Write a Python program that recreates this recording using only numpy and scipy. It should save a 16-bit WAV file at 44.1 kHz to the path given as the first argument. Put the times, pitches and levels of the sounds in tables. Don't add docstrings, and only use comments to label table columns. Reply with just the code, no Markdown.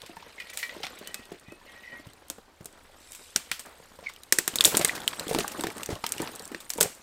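import sys
import numpy as np
from scipy import signal
from scipy.fft import rfft, irfft
from scipy.io import wavfile
from scipy.ndimage import uniform_filter1d

SR = 44100
rng = np.random.default_rng(int(sys.argv[2]) if len(sys.argv) > 2 else 0)


def level_to_linear(level):
    exponent = np.asarray(level, float) / 20
    return 10 ** exponent


def int16_out(signal):
    q = np.round(np.clip(np.atleast_2d(signal).T, -1, 1) * 32767)
    wavfile.write(sys.argv[1], SR, q.astype(np.int16))


N = 309582

# (time [s], wood pitch [Hz], wood ring [dB], fibre crack [dB], splinter [dB])
BREAKS = [(0.5734, 4100, -21.5, -26.5, -17.5), (0.867, 3550, -22, -24.5, -31.5),
          (1.1434, 3670, -23, -28.5, -19.5), (2.3001, 3600, -20.5, -30, -18),
          (3.3608, 5750, -6.5, -16.5, -8), (3.361, 1560, -9, -40, -34), (3.5143, 3430, -20, -23, -19),
          (3.5159, 2390, -10, -15.5, -20), (4.324, 1900, 1.5, -17.5, -2), (4.3863, 1880, -1, -18.5, -5.5),
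          (4.4779, 1900, -9, -19, -9.5), (4.557, 3780, -15, -48, -9), (4.5859, 3800, -7.5, -42, -23),
          (4.6081, 3520, 2, -14.5, -8.5), (4.648, 3610, 3, -37, -11), (4.75, 3240, -15.5, -20, -18),
          (4.8475, 8400, -4, -18, -4), (4.851, 2070, -4, -17.5, -21), (5.0776, 3120, -2, -22.5, -12.5),
          (5.1958, 4110, -17.5, -24, -19.5), (5.3477, 920, -1, -20, -20.5),
          (5.3866, 3870, -15, -19.5, -16.5), (5.637, 970, -4.5, -21, -24), (5.6691, 1840, -13, -25, -22.5),
          (6.041, 780, -5, -20, -26), (6.7026, 5540, -17, -29.5, -13), (6.8092, 1800, -6, -12.5, -0.5)]
# (time [s], wood pitch [Hz], wood ring [dB], fibre crack [dB], splinter [dB])
TEARS = [(0.0617, 2560, -41, -45.5, -45), (0.225, 955, -31, -49, -58), (0.4, 2110, -45, -38.5, -43.5),
         (0.628, 1800, -41, -32.5, -39), (0.8319, 3100, -31, -29.5, -41.5), (3.1486, 2600, -42, -49, -36.5),
         (3.594, 5470, -41, -41.5, -32), (4.812, 2180, -31, -25.5, -26), (4.8935, 1980, -12.5, -35, -37),
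         (5.445, 1160, -20, -56, -52), (6.6034, 3540, -40, -46.5, -38)]
# (time [s], wood pitch [Hz], wood ring [dB], splinter [dB])
CLACKS = [(0.018, 3520, -30, -37), (0.1677, 980, -33, -64), (0.295, 1300, -36, -59),
          (0.6938, 2220, -26, -61), (1.0734, 3050, -31, -25.5), (2.6573, 1140, -38, -25),
          (3.999, 1380, -42, -60), (4.097, 1140, -27, -38), (4.162, 3080, -35, -43),
          (4.2338, 3900, -33, -34.5), (5.2813, 3440, -26.5, -24.5), (5.341, 1600, -28, -25),
          (5.479, 1780, -24, -19.5), (5.5962, 870, -22, -39), (5.6517, 1650, -38, -53),
          (5.702, 2320, -26.5, -35), (5.781, 1370, -30, -28), (5.8325, 2850, -24, -21),
          (5.86, 5900, -28, -23.5), (6.065, 3190, -18, -17.5), (6.181, 2850, -23.5, -28.5),
          (6.218, 1040, -37, -21), (6.2741, 1040, -18, -56), (6.395, 4530, -31, -31),
          (6.449, 5370, -40, -41), (6.518, 1670, -38, -41), (6.546, 1850, -18.5, -36),
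          (6.7353, 4740, -27, -22), (6.8045, 4800, -26, -12), (6.8294, 4260, -22, -11.5),
          (6.828, 6050, -36, -9), (0.846, 2170, -20.5, -45), (0.852, 3500, -26, -35),
          (0.421, 2300, -34, -58), (5.433, 4000, -33, -39), (5.536, 2220, -34, -45),
          (5.559, 4000, -38, -46), (6.524, 2000, -34, -48), (6.645, 3500, -45, -47), (4.44, 4200, -38, -50),
          (4.539, 3000, -29, -41), (4.516, 3000, -34, -50), (4.621, 3600, -28, -29),
          (4.8865, 3500, -21, -33), (5.807, 1300, -26, -40), (5.954, 3000, -27.5, -37),
          (6.138, 2300, -29, -42), (6.814, 1900, -16.5, -29), (6.195, 2330, -25, -47)]
# (time [s], peak level [dB], pitch [Hz])
TICKS = [
    (4.953, -30, 4960),
    (4.9644, -27, 1690),
    (4.9788, -23.5, 1920),
    (5.0174, -28, 3360),
    (5.0337, -30, 1210),
    (5.1297, -33, 3230),
    (5.2965, -39, 2390),
    (5.4054, -17, 1300),
    (6.0402, -35, 2170),
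    (6.2582, -32, 2410),
]
# (time [s], splinter level [dB], ring pitch [Hz])
TWIGS = [(0.206, -44, 5000), (0.463, -48, 3710), (1.254, -32.5, 3540), (1.325, -37, 3480),
         (1.397, -36.5, 8900), (1.521, -37, 7200), (2.07, -40, 8100), (2.134, -34, 4070),
         (2.283, -32, 9430), (2.629, -46, 9000), (2.645, -33, 9200), (2.727, -40, 8050),
         (3.12, -24.5, 8400), (3.66, -27.5, 8900), (3.858, -41, 7750), (3.974, -47, 3520),
         (4.008, -40, 3960), (4.137, -33, 3540), (4.6399, -2, 7200), (4.6478, -3, 7940), (4.6524, 7, 6800),
         (4.6557, -4, 8110), (4.658, -4.5, 5600), (4.664, -11, 7050), (4.6754, -10, 7600),
         (4.7698, 1.5, 8930), (4.775, -5, 7300), (4.794, -11, 7600), (4.8232, -24, 8510),
         (4.876, -15, 8100), (4.881, -14, 7680), (5.003, -23, 3500), (5.061, -33, 3660), (5.165, -33, 5560),
         (5.332, -17, 3840), (5.397, -14.5, 5900), (5.581, -39, 5200), (5.609, -15, 3700),
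         (5.718, -30, 8600), (5.768, -26.5, 8080), (5.824, -31, 4180), (6.091, -18, 8850),
         (6.121, -7, 8600), (6.308, -37, 8800), (6.352, -26, 7750), (6.359, -21.5, 8400),
         (6.422, -27.5, 8500), (6.454, -24, 7800), (6.477, -26, 8900), (6.695, -25, 11900),
         (6.752, -27, 8250), (6.7734, -29, 7940), (6.779, -18, 6960), (6.814, -6, 9100), (6.832, -20, 8050),
         (6.925, -47, 8040), (6.95, -31.5, 7200), (4.561, -16, 7600), (0.813, -38, 6000),
         (3.111, -36, 10000)]
# (frequency [Hz], level [dB])
CRACK_SPECTRUM = [(500, -38), (1000, -2.5), (2500, 1.5), (5500, -3), (8000, -32)]
# (frequency [Hz], level [dB])
SPLINTER_SPECTRUM = [(4000, -11), (6000, -3.5), (8300, 3), (10000, -5), (13000, -5), (15500, -9),
                     (16500, -38)]
# (time [s], level [dB])
BOUGH_CRACKS = [
    (4.324, -12),
    (4.3859, -14.5),
    (4.4778, -18),
]
# (frequency [Hz], level [dB], t60 [s])
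BOUGH_MODES = [(3920, -1, 0.011), (5280, 4.5, 0.0084), (6340, -7, 0.0084), (7800, 1, 0.0098),
               (9430, 8.5, 0.0059)]
# (time [s], peak level [dB], pitch [Hz])
KNOCKS = [(0.034, -41, 502), (0.167, -36, 920), (0.837, -31, 762), (1.193, -38.5, 236), (1.482, -42, 127),
          (1.612, -48, 960), (1.995, -41.5, 290), (2.067, -38, 125), (2.299, -39.5, 535), (2.381, -41, 483),
          (2.607, -37.5, 151), (3.358, -32.5, 228), (3.511, -42.5, 174), (3.798, -43.5, 507),
          (3.987, -38.5, 534), (4.533, -35.5, 236), (4.556, -34, 247), (4.674, -25.5, 473),
          (4.997, -38, 543), (5.207, -32, 517), (5.31, -20, 474), (5.346, -20.5, 279), (5.442, -29, 810),
          (5.927, -25.5, 103), (6.038, -28, 916), (6.199, -21.5, 330), (6.515, -31, 260), (6.783, -25, 482),
          (6.808, -19, 432), (6.855, -25.5, 505), (1.342, -45.5, 372), (6.798, -32.5, 604),
          (6.845, -29, 428), (4.588, -41, 415), (4.665, -32, 387), (5.93, -37, 694), (5.796, -36, 1130),
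          (5.905, -39, 1000), (6.226, -30, 940), (0.74, -48, 590), (2.301, -38.5, 308)]
# (time [s], peak level [dB], pitch [Hz])
JOLTS = [(0.093, -37.5, 335), (0.263, -45, 490), (0.763, -33.5, 366), (0.801, -37, 452),
         (1.011, -37.5, 393), (1.092, -45, 420), (1.317, -30.5, 373), (1.519, -37, 349), (2.654, -42, 416),
         (2.894, -49, 570), (3.667, -44.5, 616), (4.026, -42.5, 500), (4.323, -26, 380),
         (4.384, -26.5, 358), (4.476, -29.5, 377), (4.605, -31.5, 420), (4.654, -26.5, 317),
         (4.728, -34, 597), (4.742, -28.5, 380), (4.766, -27, 322), (4.793, -21.5, 358), (4.801, -29, 600),
         (4.81, -24, 617), (4.825, -50, 640), (4.844, -26.5, 437), (5.266, -29.5, 300), (5.288, -29.5, 480),
         (5.324, -27.5, 500), (5.358, -20.5, 295), (5.377, -30, 640), (5.386, -19.5, 398),
         (5.409, -29, 216), (5.511, -42, 260), (5.583, -36, 380), (5.591, -25.5, 300), (5.621, -37, 276),
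         (5.639, -22.5, 365), (5.666, -27.5, 362), (5.684, -38, 403), (5.76, -39, 325), (5.825, -41, 464),
         (5.888, -25.5, 396), (5.901, -27, 312), (5.918, -32, 415), (5.958, -34.5, 608), (6.163, -38, 390),
         (6.221, -32.5, 428), (6.262, -38, 480), (6.318, -44, 415), (6.4, -39.5, 476), (6.545, -32, 332),
         (6.757, -36, 302), (6.825, -37, 420), (6.833, -30.5, 452)]
# (time [s], level [dB], centre [Hz], t60 [s])
SWEEPS = [(0.498, -34.5, 4760, 0.041), (0.532, -41.5, 7000, 0.16), (.585, -37.5, 7000, 0.3),
          (0.987, -36.5, 9000, 0.03), (3.129, -35, 7900, 0.032), (3.52, -39.5, 5960, 0.24),
          (3.65, -46.5, 894, 0.48), (4.035, -49, 2480, 0.49), (4.088, -42, 3930, 0.083),
          (4.485, -65, 5000, 0.45), (4.657, -24, 9000, 0.33), (4.95, -32.5, 6000, 0.094),
          (5.13, -31, 1860, 0.049), (5.294, -29.5, 6000, 0.063), (5.401, -25, 3840, 0.06),
          (5.517, -29, 6050, 0.037), (5.9, -39.5, 4320, 0.25), (6.834, -36, 6000, 0.12)]
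# (time [s], peak level [dB], mode nearest the spot [Hz])
SCRAPES = [(.38, -42.5, 2130), (0.401, -34, 2455), (.453, -49, 1900), (.495, -44, 2320), (.531, -48, 2010),
           (.6295, -33, 4300), (0.596, -38, 2060), (.629, -28.5, 1900), (0.634, -30.5, 2320),
           (0.695, -36, 2010), (1.103, -54, 1900), (1.141, -47, 2568), (1.189, -50.5, 1900),
           (1.46, -54, 2455), (1.486, -56, 1996), (1.501, -52, 2568), (1.076, -45, 3000),
           (1.735, -53, 1900), (1.659, -54, 2132), (1.685, -51.5, 1900), (1.757, -49.5, 1900),
           (1.832, -43, 2070), (1.849, -46.5, 1900), (1.87, -43, 2020), (1.897, -50, 1900),
           (1.917, -38.5, 1900), (1.954, -49.5, 2132), (1.997, -60, 2132), (2.03, -71, 2132)]
# (frequency [Hz], level [dB], t60 [s])
FRAME_MODES = [(1900, 15.5, 0.19), (1996, 15.5, 0.13), (2132, -16, 0.32), (2320, 7, 0.19), (2455, 6, 0.15),
               (2568, -3, 0.22), (2670, -23, 0.17), (3000, 7, 0.095), (3900, -16, 0.15), (4300, -2, 0.054)]
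# (time [s], effort [dB])
PUSH = [(0.0, -55), (.31, -56.5), (.6, -49), (1.06, -52.5), (1.52, -62.5), (1.84, -55), (2.44, -69),
        (2.7, -64), (3.2, -58), (4.3, -63.5), (4.62, -50.5), (4.75, -40), (5.05, -51.5), (5.34, -46),
        (6.0, -57), (6.25, -48.5), (6.49, -57), (7.02, -61)]
# (time [s], effort [dB])
DRAG = [(0.0, -56.5), (.51, -59.5), (.95, -51), (1.52, -62.5), (1.84, -56.5), (2.44, -62), (2.79, -58.5),
        (3.3, -61.5), (4.09, -59.5), (4.36, -64), (4.75, -35.5), (5.1, -48), (5.34, -41.5), (5.92, -47.5),
        (6.01, -54), (6.22, -44), (6.49, -55), (7.02, -56)]
# (frequency [Hz], level [dB per Hz])
RUB_SPECTRUM = [(18, -40), (30, -10), (162, -2), (217, 3.5), (405, 1.5), (1100, -0.5), (1500, -1.5),
                (1950, -7), (3300, -120)]
# (frequency [Hz], level [dB per Hz])
SCRATCH_SPECTRUM = [(500, 9), (900, -4), (2000, 6), (4000, 1.5), (7000, -16.5)]
# (frequency [Hz], level [dB per Hz])
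HISS_SPECTRUM = [(1760, -87), (3000, -8), (3360, -5), (4470, -2), (5890, -3), (8290, 4.5), (10000, -2.5),
                 (14900, -5), (15900, -36), (16400, -42)]
# (time [s], peak level [dB])
SLIPS = [
    (4.063, -31),
    (4.07, -21.5),
    (4.085, -30),
]
# (frequency [Hz], width [Hz], level [dB])
WEAVE_RIDGES = [(2170, 76, -3), (2400, 32, 3), (3780, 200, -5), (4850, 36, 1), (5280, 80, -1),
                (6100, 220, -11), (7120, 100, -10), (7700, 400, -1), (8400, 160, -3), (8900, 38, -4),
                (9480, 110, -9), (10200, 200, -8)]
# (frequency [Hz], t60 [s])
WOODS_DECAY = [(300, 0.13), (2000, 0.15)]
# (frequency [Hz], level [dB per Hz])
AIR_SPECTRUM = [(12, -32), (20, -0.5), (32, -18), (75, -6.5), (139, -24.5), (707, -19), (3400, -32),
                (3810, -29.5), (14600, -43), (16400, -50)]


def evened(x):
    return x / np.sqrt(np.mean(x ** 2) + 1e-20)


def onset(t, rise_s, power=1):
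    return 1 - np.exp(-(t / rise_s) ** power)


def decay(t, t60_s):
    return level_to_linear(-60 * t / t60_s)


def read(points, hz):
    f, value = np.transpose(points)
    return np.interp(np.log(hz + 1), np.log(f + 1), value)


def effort(rows):
    times, level_db = np.transpose(rows)
    return np.interp(np.arange(N) / SR, times, level_db, left=-120, right=-120)


def add(mix, s, sound):
    part = mix[round(s * SR):][:len(sound)]
    part += sound[:len(part)]


def colour(x, points):
    hz = np.fft.rfftfreq(N, 1 / SR)
    below = (points[0][0] * .5, points[0][1] - 40)
    above = (points[-1][0] * 1.05, -90)
    gain = level_to_linear(read([below] + list(points) + [above], hz))
    return evened(irfft(rfft(x) * gain, N))


def tinted(noise, points):
    hz = np.fft.rfftfreq(noise.shape[-1], 1 / SR)
    out = irfft(rfft(noise) * level_to_linear(read(points, hz)), noise.shape[-1])
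    return out / out.std(-1, keepdims=True)


def snaps():
    out, t = np.zeros(N), np.arange(9000) / SR
    rows = snap_rows()
    noise = rng.standard_normal((len(rows), 2, len(t)))
    noise[:, :, round(.0004 * SR)] = 3.5
    cracks = tinted(noise[:, 0], CRACK_SPECTRUM)
    splinters = tinted(noise[:, 1], SPLINTER_SPECTRUM)
    dulled = signal.lfilter([.45], [1, -.55], splinters)
    rise = onset(t, 0.00029, 2)
    tear = level_to_linear(-5.0) * decay(t, 0.0012)
    late = level_to_linear(-13.5) * decay(t, 0.041)
    scatter = level_to_linear(-26.5) * decay(t, 0.38) * onset(t, 0.0016)
    for row, crack, splinter, dull in zip(rows, cracks, splinters, dulled):
        s, hz, wood_db, crack_db, splinter_db, t60 = row
        t60 = np.clip(t60, .004, .1)
        shape = rise * (tear + level_to_linear(-3.5) * decay(t, t60) + late)
        ring = np.sin(2 * np.pi * hz * t) + .5 * np.sin(2 * np.pi * 1.219 * hz * t)
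        ring *= onset(t, 1.54 / hz, 2)
        wood = level_to_linear(wood_db + 1.0) * decay(t, np.clip(t60, .0055, .02)) * ring
        burst = level_to_linear(crack_db - 0.5) * crack + level_to_linear(splinter_db - 3.0) * splinter
        add(out, s, wood + shape * burst)
        scattered_crack = (level_to_linear(crack_db) + 0.015 * level_to_linear(wood_db)) * crack
        add(out, s, scatter * (scattered_crack + level_to_linear(splinter_db - 0.5) * dull))
    return signal.sosfilt(signal.butter(2, 350, "highpass", fs=SR, output="sos"), out)


def snap_rows():
    rows = [(*row, 0.007) for row in BREAKS] + [(*row, 0.17) for row in TEARS]
    clack_t60_s, clack_fibre_db = 0.01, -9
    for s, hz, db, splinter_db in CLACKS:
        rows.append((s, hz, db, db + clack_fibre_db, splinter_db, clack_t60_s))
    for s, db, hz in TICKS:
        rows.append((s, hz, db, db + clack_fibre_db, db - 16, clack_t60_s))
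    for s, db, hz in TWIGS:
        rows.append((s, hz, db - 10.5, db - 24, db - 8.0, 0.0098))
    return rows


def bough():
    out, t = np.zeros(N), np.arange(1500) / SR
    hz, db, t60 = np.transpose(BOUGH_MODES)[:, :, None]
    turns = rng.random((len(BOUGH_CRACKS), len(BOUGH_MODES), 1))
    for (s, crack_db), turn in zip(BOUGH_CRACKS, turns):
        modes = level_to_linear(db) * decay(t, t60) * np.sin(2 * np.pi * (hz * t + turn))
        add(out, s, level_to_linear(crack_db) * onset(t, 0.00056, 2) * modes.sum(0))
    return out


def knocks():
    out, t = np.zeros(N), np.arange(3000) / SR
    rows = list(KNOCKS) + list(JOLTS)
    bark = signal.lfilter([.15], [1, -.88], rng.standard_normal((len(rows), len(t))))
    for (s, peak_db, hz), (detune, turn), crunch in zip(rows, rng.random((len(rows), 2)), bark):
        sagging = hz * (t + 0.13 * 0.0036 * onset(t, 0.0009))
        second_hz = hz * (1.287 + 0.905 * detune)
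        ring = np.sin(2 * np.pi * sagging) + 0.51 * np.sin(2 * np.pi * (second_hz * t + turn))
        shape = onset(t, 0.0025, 2) * decay(t, 0.029)
        push = 0.35 * np.sin(2 * np.pi * (130 + 80 * turn) * t)
        push *= onset(t, 0.0037) * decay(t, 0.041)
        hum = 0.042 * (1 + 1.6 * crunch) * np.sin(2 * np.pi * hz * t)
        hum *= onset(t, 0.003, 2) * decay(t, 0.065)
        add(out, s, level_to_linear(peak_db + 8.0) * (shape * (ring + 0.98 * crunch) + push + hum))
    return out


def sweeps():
    out, t = np.zeros(N), np.arange(8000) / SR
    noise, prickle = rng.standard_normal((2, len(SWEEPS), len(t)))
    prickle = level_to_linear(0.56 * evened(uniform_filter1d(prickle, 90)))
    for (s, level_db, hz, t60), row in zip(SWEEPS, noise * prickle):
        band = tinted(row, [(hz / 5, -24), (hz / 3.8, -3), (hz, 0), (hz * 2.24, -5), (hz * 4, -24)])
        add(out, s, level_to_linear(level_db) * decay(t, t60) * onset(t, 0.002) * band)
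    return out


def saw_frame():
    out, t = np.zeros(N), np.arange(SR // 4) / SR
    hz, db, t60 = np.transpose(FRAME_MODES)[:, :, None]
    chances = rng.random((len(SCRAPES), 3, len(FRAME_MODES), 1))
    for (s, peak_db, spot_hz), (turn, luck, sway) in zip(SCRAPES, chances):
        free, rise_s = (.5, .0004) if s < 1 else (1.2, .003)
        waver_db = 3.2 * np.sin(2 * np.pi * ((12 + 25 * sway) * t + turn))
        envelope = level_to_linear(waver_db) * decay(t, free * t60) * onset(t, rise_s)
        weight = np.exp(-((hz - spot_hz) / 50) ** 2) + level_to_linear(db - 18.0 - 4.3 * luck)
        modes = weight * envelope * np.sin(2 * np.pi * (hz * t + turn))
        add(out, s, level_to_linear(peak_db) * modes.sum(0))
    return out


def rustle():
    rub = colour(grains(per_s=170, spread_db=5.0, size=260, wash=0.4), RUB_SPECTRUM)
    dull, thin = (grains(per_s=270, spread_db=1.5, size=90, wash=0.94) for _ in range(2))
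    thin = signal.lfilter([1, -1], [1], thin)
    scratch = patchy(colour(dull + 2.0 * thin, SCRATCH_SPECTRUM), patchy_db=3.5)
    fine = 0.049 * thin + grains(per_s=340, spread_db=-3.5, size=70, wash=1.0)
    hiss = patchy(colour(fine, HISS_SPECTRUM), patchy_db=5.5)
    crackle = grains(per_s=94, spread_db=3.0, size=24, wash=0)
    crackle = patchy(colour(crackle, CRACK_SPECTRUM + SPLINTER_SPECTRUM[3:]), patchy_db=3.0)
    hiss_db = np.interp(np.arange(N) / SR, (1.5, 4.1), (-8, -1))
    brush = scratch + level_to_linear(-21) * crackle + level_to_linear(hiss_db) * hiss
    return level_to_linear(effort(DRAG)) * rub + level_to_linear(effort(PUSH)) * brush


def grains(per_s, spread_db, size, wash):
    ticks = level_to_linear(spread_db * np.minimum(rng.exponential(1, N), 3))
    ticks *= rng.random(N) < per_s / SR
    swelling = uniform_filter1d(ticks, int(size / 2) + 1)
    puffs = signal.lfilter([1], [1, -np.exp(-1 / size)], swelling)
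    return (evened(puffs) + wash) * rng.standard_normal(N)


def patchy(x, patchy_db):
    z = signal.stft(x, nperseg=256, noverlap=192)[2]
    over_hz = uniform_filter1d(rng.standard_normal(z.shape), size=4, axis=0)
    patches = evened(uniform_filter1d(over_hz, size=9, axis=1))
    return evened(signal.istft(z * level_to_linear(patchy_db * patches), nperseg=256, noverlap=192)[1][:N])


def squeak():
    squeak_hz, sag_hz_per_s = 2270, 7700
    grip_db_per_s, fade_db_per_s = 7000, 2600
    out, t = np.zeros(N), np.arange(-400, 2400) / SR
    phase = 2 * np.pi * (squeak_hz * t - .5 * sag_hz_per_s * t ** 2)
    start, level = SLIPS[0][0], 0
    for s, db in SLIPS:
        since = t + start - s
        level = level + level_to_linear(db + np.minimum(grip_db_per_s * since, -fade_db_per_s * since))
    add(out, start + t[0], level * (np.sin(phase) + 0.047 * np.sin(2 * phase)))
    return out


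def sleeve():
    centre_s, length_s, level_db = 3.184, 0.45, -54.5
    hz = np.fft.rfftfreq(N, 1 / SR)
    ridges = level_to_linear(-16.0)
    for f, width, db in WEAVE_RIDGES:
        ridges = ridges + level_to_linear(db) / (1 + (2 * (hz - f) / width) ** 2)
    band = level_to_linear(read([(900, -36), (1600, -3), (11000, 0), (14500, -4), (15900, -50)], hz))
    swell = np.cos(np.pi * np.clip((np.arange(N) / SR - centre_s) / length_s, -.5, .5))
    hiss = irfft(rfft(rng.standard_normal(N)) * band * ridges, N)
    return level_to_linear(level_db) * swell * evened(hiss)


def woods(x):
    hz, t, z = signal.stft(rng.standard_normal(SR // 2), SR, nperseg=128)
    fading = z * decay(t, read(WOODS_DECAY, hz)[:, None])
    tail = signal.istft(fading, SR, nperseg=128)[1]
    tail *= onset(np.arange(len(tail)), 200)
    return signal.fftconvolve(x, tail / np.linalg.norm(tail))[:N]


def air():
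    return level_to_linear(-57 - 5.0) * colour(rng.standard_normal(N), AIR_SPECTRUM)


def scene():
    hits = knocks() + saw_frame()
    close = snaps() + bough() + sweeps() + squeak() + rustle() + sleeve()
    scattered = level_to_linear(-9.0) * woods(hits + 0.43 * squeak())
    return np.tile(close + hits + scattered + air(), (2, 1))


def low_pass(x):
    return signal.sosfilt(signal.butter(12, 16540, fs=SR, output="sos"), x)


def record(dry):
    edge = signal.firwin(255, 16000, window=("kaiser", 9), fs=SR)
    limited = signal.oaconvolve(np.clip(dry, -.93, .93), edge[None], "same")
    return low_pass(limited)


dry = scene()
out = record(dry)
int16_out(out)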